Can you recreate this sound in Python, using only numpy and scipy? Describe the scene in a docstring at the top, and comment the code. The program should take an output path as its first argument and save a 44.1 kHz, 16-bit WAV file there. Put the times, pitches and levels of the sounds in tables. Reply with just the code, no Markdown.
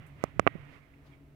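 """A small mechanism clicks twice, clacks and settles with a dull knock inside a humming elevator cabin.
It sits against the right microphone, probably in the hand-held casing, so it sounds dry and one-sided.
Each impact is a force pulse filtered by the casing's resonances: the shorter, the brighter.
Faint friction noise runs through the same casing, over the cabin's drone, rumble and moving air."""
import sys
import numpy as np
from scipy import signal
from scipy.fft import rfft, irfft
from scipy.io import wavfile

SR = 44100
rng = np.random.default_rng(int(sys.argv[2]) if len(sys.argv) > 2 else 0)


def master_out(mix):
    """Clip the mix to full scale and print it as 16-bit PCM to the path in sys.argv[1]."""
    frames = np.transpose(np.atleast_2d(mix))
    ceiling = np.clip(frames, -1, 1)
    pcm = np.round(ceiling * 32767).astype(np.int16)
    wavfile.write(sys.argv[1], SR, pcm)


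N = 59535
T = np.arange(N) / SR

# hard contacts on the casing: time_s, level_db, width_ms, ping_db, snap_db, snap_top_hz
HARD_CONTACTS = [ (0.2394, -6.5, 0.18, -7.5, -8, 14800), (0.3959, -1.5, .14, -1.1, -3.5, 8570),
                 (0.4673, -3, .17, 0, -29, 7000), (0.4748, -3.5, 0.1, 2.5, -36, 6000),
                 (0.4774, -8.5, 0.14, -3, -25, 11060), ]
# soft knocks as the parts shift and settle: time_s, level_db, width_ms
SOFT_KNOCKS = [(0.3638, -31, 0.99), (0.371, -30, 1.2), (0.382, -30.5, 1.3), (0.4063, -30, 1),
               (0.4221, -41, 0.69), (0.429, -36, 0.44), (0.5544, -22, 0.67), (0.5598, -26, 0.6)]
# resonances and dips of the casing: centre_hz, gain_db, q
CASING_RESPONSE = [(150, 2, 2), (617, 5.5, 2.1), (885, -6, 5.4), (1210, 7, 4.53), (1736, -5, 4.2),
                   (2220, 11, 1.26), (2870, 3.5, 4), (3440, -2.5, 2.7)]
def clacks():
    """Impact excitation: force pulses are coloured by the heavily damped resonances of the casing."""
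    force = sum(force_pulse(s, db, width_ms) for s, db, width_ms in SOFT_KNOCKS)
    for s, db, width_ms, ping_db, _, _ in HARD_CONTACTS:
        force += peak_filter(force_pulse(s, db, width_ms), hz=2450, db=ping_db, q=0.81)
    for hz, db, q in CASING_RESPONSE:
        force = peak_filter(force, hz, db, q)
    thinned = butterworth(force, hz=106, kind="high")
    return butterworth(thinned, hz=64, kind="high", order=2)


def snaps(delay_s=0.00023, band_hz=(4670, 7870)):
    """Release transients: each hard contact lets go with a bright, band-limited impulse."""
    clicks = 0
    for s, _, _, _, snap_db, top_hz in HARD_CONTACTS:
        impulse = from_db(snap_db) * (np.arange(N) == int((s + delay_s) * SR))
        clicks += butterworth(impulse, top_hz, "low", order=2)
    return butterworth(clicks, band_hz, "band")


# metal modes left ringing by the clack: pitch_hz, level_db, t60_s
METAL_MODES = [(1906, -53, 0.98), (2040, -58, .9), (285, -49.5, 0.39)]
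def ring(start_s=0.4747):
    """Free vibration: each mode rings on faintly as an exponentially damped sinusoid."""
    return sum(decay(start_s, db, t60) * np.sin(2 * np.pi * hz * (T - start_s))
               for hz, db, t60 in METAL_MODES)


# strength of the rubbing: time_s, level_db
RUB_LEVEL = [(0, -54), (.09, -58), (.15, -64), (.24, -49.5), (.33, -60.5), (.45, -56), (.55, -53.5),
             (.68, -55.5), (.775, -53.5), (.8, -62.5), (.95, -66.5), (1.02, -66.5), (1.13, -64), (1.2, -70),
             (1.35, -72.5)]
# friction spectrum: frequency_hz, density_db
RUB_SPECTRUM = [(200, -2.5), (500, 0.5), (850, -4), (1200, 0.5), (1650, -1), (2100, 3.5), (2700, -3),
                (3500, -12.5), (5000, -36.5), (8000, -52), (16000, -61)]
# squeaks of the rubbing: peak_s, spread_s, pitch_hz, level_db
RUB_SQUEAKS = [ (.84, .022, 2200, -65), (.941, .005, 2130, -59), (.942, .005, 2600, -64),
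               (1.134, .014, 2250, -60), (1.133, .009, 3290, -66.5), ]
def rubbing():
    """Sliding friction: broadband noise on the casing, now and then catching in a narrowband squeak."""
    squeaks = sum(swell(s, spread_s, db) * noise(resonance(hz, half_width_hz=110))[0]
                  for s, spread_s, hz, db in RUB_SQUEAKS)
    return level(RUB_LEVEL)[0] * noise(spectrum(RUB_SPECTRUM))[0] + squeaks


# tiny ticks within the rubbing: start_s, level_db, t60_s
RUB_TICKS = [ (.2275, -55, .006), (.651, -65, .012), ]
# tick spectrum: frequency_hz, density_db
TICK_SPECTRUM = [(1500, -20), (3500, 10), (6000, 3.5), (15000, -6.5), (17000, -20)]
def ticks():
    """Noise transients: a sudden onset and a decay of milliseconds are heard as a tick."""
    return sum(decay(*row) for row in RUB_TICKS) * noise(spectrum(TICK_SPECTRUM))[0]


# brighter moments of the rubbing: peak_s, spread_s, level_db
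RUB_SCUFFS = [(0.738, 0.035, -72), (1.071, 0.0096, -71)]
# scuff spectrum: frequency_hz, density_db
SCUFF_SPECTRUM = [(500, -9), (1500, 6), (4500, 5), (8000, -10), (12000, -10), (17000, -25)]
def scuffs():
    """Friction bursts: bright noise swells and fades on both sides."""
    return sum(swell(*row) for row in RUB_SCUFFS) * noise(spectrum(SCUFF_SPECTRUM))


# spectrum of a light brush: frequency_hz, density_db
BRUSH_SPECTRUM = [(3000, -32), (6500, -7), (8500, -3), (15000, -6), (17000, -22.5)]
def brush():
    """Exponential decay of treble noise: one short, very light hiss."""
    return decay(start_s=0.065, db=-64.5, t60_s=0.127) * noise(spectrum(BRUSH_SPECTRUM))[0]


# tones of the machinery: pitch_hz, level_db
MACHINE_TONES = [(64.6, -72.5), (144.5, -67), (276, -70.5)]
def hum(waver_db=2.5, waver_hz=7):
    """Amplitude modulation: each low machine tone wavers slowly and randomly in level."""
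    tones = 0
    for hz, db in MACHINE_TONES:
        waver = noise(resonance(0, waver_hz))[0]
        amplitude = np.sqrt(2) * from_db(db + waver_db * waver)
        tones += amplitude * np.sin(2 * np.pi * (hz * T + rng.random()))
    return tones


# resonances of the cabin drone: centre_hz, half_width_hz, level_db
DRONE_BANDS = [(64, 42, -66), (139.5, 15, -66), (231.4, 14, -72.5), (282.2, 10, -67.5), (316.6, 30, -73),
               (397, 54, -72.5), (647, 35, -77)]
# rise and fall of drone and hum together: time_s, gain_db
DRONE_GAIN = [(0, -1.5), (.2, -1.5), (.31, 0), (.45, 1), (.64, 3.5), (.8, -4.5), (.92, -0.5), (1.1, 1.5),
              (1.35, 1)]
def drone():
    """Resonance: noise confined to narrow bands takes on pitch and blends with the machine hum."""
    bands = sum(from_db(db) * noise(resonance(hz, half_width_hz), correlation=0.92)
                for hz, half_width_hz, db in DRONE_BANDS)
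    return level(DRONE_GAIN) * (bands + hum())


# strength of the rumble: time_s, left_db, right_db
RUMBLE_LEVEL = [(0, -45.5, -45), (.05, -56, -50.5), (.19, -54.5, -52), (.25, -78, -55.5), (.42, -59, -46),
                (.62, -70, -52), (.75, -76, -57.5), (.85, -70.5, -64.5), (1.35, -68.5, -76)]
# rumble spectrum: frequency_hz, density_db
RUMBLE_SPECTRUM = [(25, -15.5), (55, -15.5), (85, 1.5), (145, 0.5), (200, -13.5), (330, -24.5),
                   (600, -26.5), (1500, -64.5)]
def rumble():
    """Coherent low noise: long waves reach both sides nearly in phase."""
    return level(RUMBLE_LEVEL) * noise(spectrum(RUMBLE_SPECTRUM), correlation=0.86)


# strength of the air noise: time_s, level_db
AIR_LEVEL = [(0, -64.5), (.13, -65), (.24, -59.5), (.33, -66), (.6, -64.5), (.75, -63), (.83, -67),
             (1.02, -67), (1.07, -61.5), (1.2, -68.5), (1.35, -69.5)]
# air spectrum: frequency_hz, density_db
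AIR_SPECTRUM = [(20, 9), (60, 6.5), (200, -4), (330, -6.5), (500, -1.5), (900, -5), (1400, -9.5),
                (2200, -12.5), (4000, -19.5), (7000, -28), (16000, -34)]
def air():
    """Diffuse noise: moving air in the cabin is only weakly correlated between the sides."""
    return level(AIR_LEVEL) * noise(spectrum(AIR_SPECTRUM), correlation=0.23)


def force_pulse(time_s, db, width_ms):
    """One smooth pulse of contact force; the narrower, the wider its spectrum."""
    return -from_db(db) / np.cosh(np.clip((T - time_s) * 1000 / width_ms, -30, 30))


def decay(start_s, db, t60_s):
    """Exponential envelope that starts at once and falls 60 dB in t60_s."""
    return from_db(db) * (T > start_s) * np.exp(-np.log(1000) * np.abs(T - start_s) / t60_s)


def swell(peak_s, spread_s, db):
    """Gaussian envelope."""
    return from_db(db) * np.exp(-.5 * ((T - peak_s) / spread_s) ** 2)


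def from_db(db):
    """Decibels to amplitude ratio."""
    return 10 ** (np.asarray(db) / 20)


def level(rows):
    """Gain over time, interpolated along each decibel column."""
    times_s, *columns = np.transpose(rows)
    return from_db([np.interp(T, times_s, db) for db in columns])


def spectrum(points):
    """Spectral envelope, interpolated over log frequency."""
    hz, db = np.transpose(points)
    return lambda f: from_db(np.interp(np.log(f), np.log(hz), db))


def resonance(hz, half_width_hz):
    """Lorentzian gain curve around a centre frequency."""
    return lambda f: 1 / (1 + ((f - hz) / half_width_hz) ** 2)


def noise(gain_at, correlation=0):
    """Spectrally shaped stereo noise of rms 1; the mid-side balance sets the correlation."""
    white = rfft(rng.standard_normal((2, N)))
    mid, side = irfft(white * gain_at(np.fft.rfftfreq(N, 1 / SR) + 1), N)
    pair = np.sqrt(1 + correlation) * mid + np.sqrt(1 - correlation) * side * np.array([[1], [-1]])
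    return pair / pair.std(axis=1, keepdims=True)


def peak_filter(x, hz, db, q):
    """Second-order resonant peak or dip."""
    w, a = 2 * np.pi * hz / SR, np.sqrt(from_db(db))
    k = np.sin(w) / (2 * q)
    numerator = [1 + k * a, -2 * np.cos(w), 1 - k * a]
    denominator = [1 + k / a, -2 * np.cos(w), 1 - k / a]
    return signal.lfilter(numerator, denominator, x + 1e-18)


def butterworth(x, hz, kind, order=1):
    """Filter with a maximally flat passband."""
    return signal.sosfilt(signal.butter(order, hz, kind, fs=SR, output="sos"), x + 1e-18)


def scene(left_leak_db=-55):
    """Superposition: the casing on the right, a brush on the left, scuffs and cabin on both sides."""
    casing = clacks() + snaps() + ring() + rubbing() + ticks()
    cabin = drone() + rumble() + air()
    left = from_db(left_leak_db) * casing + brush()
    return np.array([left, casing]) + scuffs() + cabin


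# microphone hiss and its spectrum: frequency_hz, density_db
HISS_DB, HISS_SPECTRUM = -84, [(100, -2), (6000, -0.5), (15500, 4.5), (16500, -9)]
def record(dry, cutoff_hz=16500):
    """Self-noise and band limiting: microphone hiss is added, then a steep low-pass cuts the top."""
    hiss = from_db(HISS_DB) * noise(spectrum(HISS_SPECTRUM))
    low_pass = signal.ellip(10, .1, 70, cutoff_hz, fs=SR, output="sos")
    return signal.sosfilt(low_pass, dry + hiss)


dry = scene()
out = record(dry)
master_out(out)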